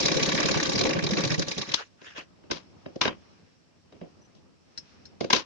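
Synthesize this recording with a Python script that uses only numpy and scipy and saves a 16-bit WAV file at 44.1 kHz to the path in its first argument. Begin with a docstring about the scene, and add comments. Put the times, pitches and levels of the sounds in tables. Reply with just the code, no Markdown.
"""A sewing machine on a wooden table runs a seam, slows and stops: hook, needle bar and feed dog clack
in bursts of steel-coloured noise and frame modes, low tones thump the table, and shaft whir runs under.
Blades and cloth slide (grainy noise), scissors and hands knock (noise and modes), a thin whistle sounds
(wavering tone) and scissors snip (ticks and ringing tones), over room tone (murmur and hiss).
A small room answers; the sound is phone-like, little above 7 kHz, its noise unrelated left to right."""
import sys
import numpy as np
from scipy import signal
from scipy.fft import rfft, irfft, next_fast_len
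from scipy.io import wavfile
from scipy.ndimage import uniform_filter1d, map_coordinates

SR = 44100
rng = np.random.default_rng(int(sys.argv[2]) if len(sys.argv) > 2 else 0)


def write(x):
    x = np.atleast_2d(x).T
    wavfile.write(sys.argv[1], SR, np.round(np.clip(x, -1, 1) * 32767).astype(np.int16))


N = 240520
T = np.arange(N) / SR
MIRROR_HZ = 8000  # treble just under this comes back mirrored above it

# stitches, timed by the needle bar: needle_s, clack_db (contacts follow it in part), thump_db
STITCHES = [(.0034, -18.5, -29), (0.057, -16, -14), (0.1166, -22, -17), (0.1685, -21.5, -11.5),
            (0.2287, -17.5, -11.5), (0.2894, -20, -13.5), (0.3485, -23, -16), (0.4016, -21, -21),
            (.457, -19, -11.5), (0.513, -18.5, -15.5), (0.573, -22.5, -9.5), (.63, -19, -36),
            (0.6933, -21, -20), (0.755, -21.5, -13.5), (0.811, -19, -24), (0.8668, -23.5, -34),
            (0.908, -33.5, -29), (0.965, -47.5, -17), (1.0395, -23, -13), (1.1096, -21, -16),
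            (1.184, -28, -17.5), (1.25, -24.5, -12), (1.318, -27, -12), (1.3935, -19.5, -10),
            (1.483, -25, -27), (1.5807, -21.5, -21), (1.6907, -35.5, -28)]
# state of the run: time_s, steel_whir_db, table_whir_db, clack_body_db, feed_dog_wait_s,
# rebound_db (re thump), hook_lead_s, hook_firmness_db
RUN = [(0, -31.5, -31, -27, 0.025, -23, 0.011, -19), (.3, -32.5, -33, -23, 0.03, -15.5, 0.022, -9.5),
       (.5, -34, -33, -24, 0.029, -13, 0.016, -7), (0.718, -37, -37, -26, 0.025, -5, 0.028, 3.5),
       (0.848, -40.5, -27, -24, 0.025, 12, .016, 6), (1.0, -43, -35, -25, 0.026, 0, 0.011, 1),
       (1.099, -48, -36, -26, .024, 7, 0.02, -3.5), (1.17, -36.5, -33, -26, 0.022, 0.5, 0.012, 6.5),
       (1.321, -40, -36.5, -26, 0.024, -1.5, 0.013, 5), (1.39, -44.5, -40, -30, 0.026, -0.5, 0.013, -2),
       (1.579, -39, -49, -30.5, .036, -1, 0.0052, -14), (1.698, -45.5, -58.5, -36, 0.026, 1, .012, -12.5),
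       (1.9, -60, -77, 2, .028, -8, .012, -14)]


def amp(db):
    """Amplitude factor of a level in dB."""
    return 10 ** (np.asarray(db) / 20)


def unit(x):
    """x scaled to rms 1."""
    return x / np.sqrt(np.mean(x ** 2) + 1e-20)


def along(points, hz):
    """Interpolate (Hz, value) points on a log frequency axis."""
    f, v = np.transpose(points)
    return np.interp(np.log(hz + 1), np.log(f + 1), v)


def curves(rows):
    """One value per sample for each column after the time."""
    s, *cols = np.transpose(rows)
    return [np.interp(T, s, c) for c in cols]


def sounding(rows):
    """A gate that opens and closes softly at the ends of a table."""
    return np.clip(np.minimum(T - rows[0][0], rows[-1][0] - T) / 0.013, 0, 1)


def run_state(column, s):
    """One column of the run's state at given times."""
    rows = np.transpose(RUN)
    return np.interp(s, rows[0], rows[column])


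def wobble(rate_hz):
    """A smooth random curve, rate_hz knots a second."""
    knots = rng.standard_normal(int(N * rate_hz / SR) + 4)
    return map_coordinates(knots, [T * rate_hz])


def filtered(x, response):
    """x filtered by a response given as a function of frequency."""
    m = next_fast_len(N + SR // 2)
    return irfft(rfft(x, m) * response(np.fft.rfftfreq(m, 1 / SR)), m)[..., :N]


def split(x, hz):
    """The parts of x below and above a frequency."""
    low = filtered(x, lambda f: 1 / (1 + (f / hz) ** 8))
    return low, x - low


def noise(spectrum, level=1, patchy_db=0, span=3):
    """Coloured noise, unrelated left to right; its colour shifts in patches of span x 1.5 ms."""
    z = signal.stft(rng.standard_normal((2, N)), nperseg=128)[2]
    field = uniform_filter1d(rng.standard_normal(z.shape[1:]), size=2, axis=0)
    field = uniform_filter1d(field, size=span, axis=1)
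    patchy = unit(signal.istft(z * amp(patchy_db * unit(field)), nperseg=128)[1][:, :N])
    return filtered(level * patchy, lambda hz: unit(amp(along(spectrum, hz)) * (hz < MIRROR_HZ)))


def wood(f):
    """The table's resonances, scaled so that white noise keeps its power."""
    # centre_hz, width_hz, relative_level_db
    resonances = [(60, 410, -18), (181, 125, -2.5), (323.7, 72, 3), (394.4, 93, 0.5), (541.5, 74.5, 0.5),
                  (697, 130, -7.5)]
    r = 0
    for k, (c, w, db) in enumerate(resonances):
        r = r + (-1) ** k * amp(db) * 1j * f * w / (c * c - f * f + 1j * f * w)
    return r / np.sqrt(np.mean(np.abs(r) ** 2))


def shaken_table(level):
    """White noise under an envelope, unrelated left to right, through the table's resonances."""
    return filtered(level * rng.standard_normal((2, N)), wood)


def burst(s, rise_s, t60_s):
    """Power of one contact: a bell-shaped rise, then an exponential fall."""
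    u = T - s
    return np.where(u < 0, np.exp(-(u / rise_s) ** 2), amp(-120 * np.abs(u) / t60_s))


def train(times, db, rise_s, t60_s):
    """Amplitude envelope of many alike contacts whose powers add, each peaking 0.4 ms after its time."""
    spikes = np.bincount(np.round(np.asarray(times) * SR).astype(int), amp(2 * np.asarray(db)), N)
    shape = burst(0.0504, rise_s, t60_s)[:SR // 4]
    power = signal.fftconvolve(spikes, shape)[round(.05 * SR):][:N]
    return np.sqrt(np.abs(power))


def ring(modes, times, db, scatter_db, attack_s):
    """Each blow rings the modes at a new pitch and balance, with a new phase in each channel."""
    out, t = np.zeros((2, N + SR)), T[:SR // 5]
    hz, mode_db, t60_s = np.transpose(modes)[..., None, None]
    onset = 1 - np.exp(-t / attack_s)
    for s, level_db in zip(times, db):
        chance = rng.standard_normal((len(modes), 1, 2))
        pitch_hz = hz * (1 + .008 * chance[..., :1])
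        decay = amp(mode_db + scatter_db * chance[..., 1:] - 60 * t / t60_s)
        tones = decay * np.sin(2 * np.pi * (pitch_hz * t + rng.random((len(modes), 2, 1))))
        out[:, round(s * SR):][:, :len(t)] += amp(level_db) * tones.sum(axis=0) * onset
    return out[:, :N]


def contacts():
    """Time, treble level and body level of hook, needle bar and feed dog in every stitch."""
    # one value each for hook, needle bar, feed dog: treble_db at average strength
    treble_db = [-27, -20, -24]
    # share of the stitch's strength in dB that each follows
    follows = [0.85, 0.77, 0.27]
    # body_offset_db
    body_offset_db = [-5, 0.5, 2]
    jitter_s, scatter_db = 0.0005, 0.63
    s, clack_db, _ = np.transpose(STITCHES)
    chance = rng.standard_normal((len(s), 3, 3)) * [[1], [.3], [1]]  # needle bar varies least
    offset_s = np.c_[-run_state(column=6, s=s), 0 * s, run_state(column=4, s=s)]
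    times = s[:, None] + offset_s + jitter_s * chance[..., 0]
    firm_db = np.c_[run_state(column=7, s=s), 0 * s, 0 * s]
    strength_db = np.outer(clack_db - treble_db[1], follows)
    db = treble_db + firm_db + strength_db + scatter_db * chance[..., 1]
    body_db = run_state(column=3, s=times) + body_offset_db + firm_db + scatter_db * chance[..., 2]
    heard = times > 0
    return times[heard], db[heard], body_db[heard]


def machine():
    """Clacks ring the steel frame, each in its own colour, and shake the table; the whir runs under them."""
    # steel spectrum: frequency_hz, relative_density_db
    steel = [(440, -31), (750, -13.5), (1080, -7.5), (1150, -4), (1230, -11), (1370, -15.5), (1570, -8),
             (2060, -9.5), (2430, -7), (2800, -9.5), (3920, -4.5), (4600, -9.5), (5500, -6), (7000, -17)]
    # modes of arm and bed: pitch_hz, relative_level_db, t60_s
    frame_modes = [(319.4, -0.5, 0.17), (553.7, -4.5, 0.1), (786, -13, 0.039), (1147, -7, .13),
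                   (1622, -12, .06), (2270, -12.5, .045), (3680, -11, .035), (5630, -8, .035)]
    frame_db, shake_db = -5.5, -12  # re clack body, re clack treble
    s, db, body_db = contacts()
    stop = np.clip((RUN[-1][0] - T) / 0.044, 0, 1)
    steel_whir, table_whir = stop * amp(curves(RUN)[:2])
    treble = train(s + 0.0024, db, 0.0027, 0.046) + steel_whir
    body = train(s + 0.0026, body_db, 0.0038, 0.065) + steel_whir
    high = split(noise(steel, treble, patchy_db=3.5, span=6), hz=3250)[1]
    deep = split(noise(steel, body, patchy_db=4.5, span=6), hz=3135)[0]
    frame = ring(frame_modes, s, body_db + frame_db, scatter_db=1.5, attack_s=0.0059)
    shake = train(s + 0.0014, db + shake_db, 0.002, 0.039) + table_whir
    return high + deep + frame + shaken_table(shake)


def thumps():
    """Table thumps: decaying low tones of new pitch and phase, a rebound, and a shake of upper modes."""
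    # a hand lands on the table: start_s, thump_db
    hand = (4.012, -25)
    lead_s, rebound_s, modes_db = 0.0145, 0.0235, -1  # modes_db re clack body
    out, t = np.zeros((2, N + SR)), T[:SR // 8]
    s, _, db = np.transpose(STITCHES[1:])
    start = s - lead_s
    rebound_db = db + run_state(column=5, s=s)
    blows = [*zip(start, db), *zip(start + rebound_s, rebound_db), hand]
    envelope = (1 - np.exp(-t / 0.0048)) ** 2 * amp(-60 * t / 0.083)
    for at, level_db in blows:
        hz = 158 * np.exp(.1 * rng.standard_normal((2, 1)))
        swing = np.sin(2 * np.pi * (hz * t + rng.random((2, 1))))
        out[:, round(at * SR):][:, :len(t)] += amp(level_db) * swing * envelope
    shake = train(s - .002, run_state(column=3, s=s) + modes_db, 0.0079, 0.069)
    return out[:, :N] + shaken_table(shake)


def room_tone():
    """Low murmur of the house and a thin hiss, both slightly unsteady."""
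    # time_s, murmur_db, hiss_db
    levels = [(1.9, -61.5, -67), (2.35, -56.5, -67), (2.8, -54, -63.5), (3.33, -56.5, -63),
              (3.7, -61.5, -69), (4.1, -56, -65.5), (4.6, -60.5, -68.5), (4.9, -56.5, -59),
              (5.45, -55, -72.5)]
    # murmur spectrum: frequency_hz, relative_density_db
    murmur_spectrum = [(15, -41.5), (40, -21.5), (95, -3.5), (124, -11.5), (173, -5.5), (1300, -23.5),
                       (2500, -89)]
    # hiss spectrum: frequency_hz, relative_density_db
    hiss_spectrum = [(650, -43.5), (1100, -11), (1570, -5.5), (2200, -7.5), (2650, -6.5), (3600, -10.5),
                     (5100, -7.5), (5550, -5), (6000, -10.5), (7000, -25.5)]
    low_db, high_db = curves(levels)
    murmur = noise(murmur_spectrum, amp(low_db), patchy_db=2, span=40)
    return murmur + noise(hiss_spectrum, amp(high_db), patchy_db=1.2, span=30)


def slides():
    """Blades and cloth sliding: grainy friction noise swells and fades under each stroke."""
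    # peak_s, level_db, rise_s, fall_s, treble_db (re level)
    strokes = [(1.809, -34, 0.09, 0.019, -9), (2.075, -43.5, .04, 0.043, -0.5),
               (2.18, -33.5, 0.02, 0.029, -4.5)]
    # friction spectrum: frequency_hz, relative_density_db
    rasp = [(180, -34.5), (420, -6), (850, -11), (1700, 1), (2250, -8), (2700, -0.5), (4000, -13),
            (5300, -8.5), (7000, -14.5)]
    grainy = noise(rasp, amp(1.5 * wobble(300)), patchy_db=4.0, span=16)
    dull, bright = split(grainy, hz=3450)
    out = 0
    for s, db, rise_s, fall_s, treble_db in strokes:
        swell = np.exp(-np.abs((T - s) / np.where(T < s, rise_s, fall_s)) ** 1.37)
        out = out + swell * amp(db) * (dull + amp(treble_db) * bright)
    return out


def knocks():
    """A sharp blow, a short ring and a softer, grainy rattle after it, in three ranges of the struck things."""
    # start_s, top_db, middle_db, table_db, rattle_db (re blow)
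    blows = [(1.7396, -12.5, -27.5, -34.5, -21.5), (2.014, -59, -50.5, -42.5, -11.5),
             (2.178, -44.5, -39.5, -35.5, -15), (2.436, -73, -61, -48, -9), (2.5, -70, -44, -29.5, -12),
             (2.5112, -23, -26, -22.5, -14.5), (2.5683, -43, -40.5, -64, -11.5),
             (2.858, -72, -44, -28, -14), (2.9572, -46, -78, -27, -19.5), (3.0128, -18, -15.5, -21, -12.5),
             (3.0515, -62, -21, -18, -10.5), (3.0765, -36.5, -23.5, -24.5, -20.5),
             (3.9218, -63, -55, -42.5, -8), (4.0112, -77, -51.5, -32.5, -8.5),
             (4.3494, -59.5, -82.5, -59, -7), (5.2064, -33, -34.5, -19, -13.5),
             (5.242, -38.5, -38.5, -23, -17.5), (5.3026, -19.5, -19.5, -24.5, -15.5),
             (5.3294, -11, -14.5, -16, -12.5), (5.361, -36, -26.5, -35, -10.5)]
    # left over right in dB: top, middle, table
    pan_db = [6.5, 2.5, -1.4]
    # top spectrum: frequency_hz, relative_density_db
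    top_spectrum = [(1530, -13), (2600, -5.5), (3460, -0.5), (5620, -1.5), (7000, -12.5)]
    # middle spectrum: frequency_hz, relative_density_db
    middle_spectrum = [(470, -25), (800, -8.5), (1010, 1), (1300, -6.5), (1570, -6), (1950, -8.5),
                       (2420, -6), (3200, -6), (4160, -45)]
    # modes of scissors and bed: pitch_hz, relative_level_db, t60_s
    scissor_modes = [(1017, -5, 0.048), (1590, 0.5, 0.036), (2146, -4.5, .04), (2750, -2.5, 0.026),
                     (3790, -1, 0.027), (4870, -5, .03), (5476, -11, .03)]
    blow_t60_s, modes_db = .026, 0.5  # modes_db re middle
    power = np.zeros((3, 2, N))
    grain = amp(3 * wobble(220))
    sides = amp(np.outer(pan_db, [1, -1]))[..., None]  # power: half the pan to each side
    for s, *levels_db, rattle_db in blows:
        near = slice(round((s - .03) * SR), round((s + .4) * SR))
        u = T[near] - s
        rattle = np.clip(u / 0.011, 0, 1) * np.exp(-(u / 0.039) ** 2) * grain[near]
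        shape = burst(s + 0.0039, 0.0025, blow_t60_s)[near] + amp(2 * rattle_db) * rattle
        power[..., near] += amp(2 * np.array(levels_db))[:, None, None] * sides * shape
    top, mid, low = np.sqrt(power)
    body = noise(top_spectrum, top, patchy_db=2.0, span=12)
    body = body + noise(middle_spectrum, mid, patchy_db=0.0, span=12)
    s, _, mid_db, *_ = np.transpose(blows)
    body = body + ring(scissor_modes, s + 0.0027, mid_db + modes_db, scatter_db=2.5, attack_s=0.0013)
    return body + shaken_table(low)


def whistle():
    """A short, thin, wavering tone in two pulses, louder on the left."""
    # time_s, mean_pitch_hz, level_db (at a pulse's top, before panning)
    glide = [(4.205, 5900, -58), (4.28, 6020, -61)]
    hz, db = curves(glide)
    pulses = np.sin(np.pi * (T - 4.207) / .034) ** 2
    tone = np.sin(2 * np.pi * np.cumsum(hz + 40 * wobble(200)) / SR)
    return sounding(glide) * amp(db) * pulses * tone * amp([[1.5], [-1.5]])


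def snips():
    """Scissor blades meet with a noise tick and ring on in decaying tones of slightly unsteady phase."""
    # time_s, level_db, left_over_right_db
    cuts = [(4.777, -24.5, 5), (5.0552, -37, 7)]
    # blade modes: pitch_hz, relative_level_db, t60_s
    blades = [(1690, -15.5, 0.048), (4190, -3.5, 0.037), (5290, -3.5, 0.088), (5515, -7, 0.082)]
    out, t = np.zeros((2, N + SR)), T[:SR // 4]
    onset = 1 - np.exp(-t / 0.0011)
    for s, db, pan_db in cuts:
        ringing = 0
        for hz, level_db, t60_s in blades:
            drift = np.cumsum(0.135 * rng.standard_normal((2, len(t))), axis=1)
            phase = 2 * np.pi * hz * t + drift
            ringing = ringing + amp(level_db - 60 * t / t60_s) * np.sin(phase)
        tick = 1.1 * amp(-60 * t / 0.0086) * np.diff(rng.standard_normal((2, len(t) + 1)))
        gain = amp(db + np.array([[pan_db], [-pan_db]]) / 2)
        out[:, round(s * SR) - 60:][:, :len(t)] += gain * (ringing + tick) * onset
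    return out[:, :N]


def walls(x):
    """The room's answer: a noise tail in which each frequency dies at its own speed."""
    # frequency_hz, t60_s
    decay = [(150, 0.098), (7000, 0.02)]
    hz, t, z = signal.stft(rng.standard_normal((2, SR // 3)), SR, nperseg=256)
    tail = signal.istft(z * amp(-60 * t / along(decay, hz)[:, None]), SR, nperseg=256)[1]
    return signal.fftconvolve(x, tail / np.linalg.norm(tail[0]), axes=1)[:, :N]


def scene():
    """Stitching and handling with the room's answer to them, then whistle and room tone."""
    stitching = machine() + thumps()
    handling = knocks() + snips() + slides()
    answer = walls(amp(-10) * stitching + amp(-21.5) * handling)
    return stitching + handling + answer + whistle() + room_tone()


def record(dry):
    """Phone-like: passes the band under about 7.4 kHz and a faint mirror image of its top, and hisses faintly."""
    # treble roll-off: frequency_hz, gain_db
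    passband = [(6900, -1.5), (7500, -14), (7900, -23.5), (8300, -62.5)]
    # mirror image: frequency_hz, gain_db
    image = [(8100, -64), (8500, -16), (9600, -25.5), (10300, -66)]
    hiss_points = [(5000, -100), (7000, -68.5), (14000, -102)]  # frequency_hz, gain_db
    top_hz = 15100
    mirrored = dry * 2 * np.cos(2 * np.pi * 2 * MIRROR_HZ * T)
    direct = filtered(dry, lambda hz: amp(along(passband, hz)))
    both = direct + filtered(mirrored, lambda hz: amp(along(image, hz)))
    hiss = filtered(rng.standard_normal((2, N)), lambda hz: amp(along(hiss_points, hz)))
    return filtered(both + hiss, lambda hz: hz < top_hz)


dry = scene()
out = record(dry)
write(out)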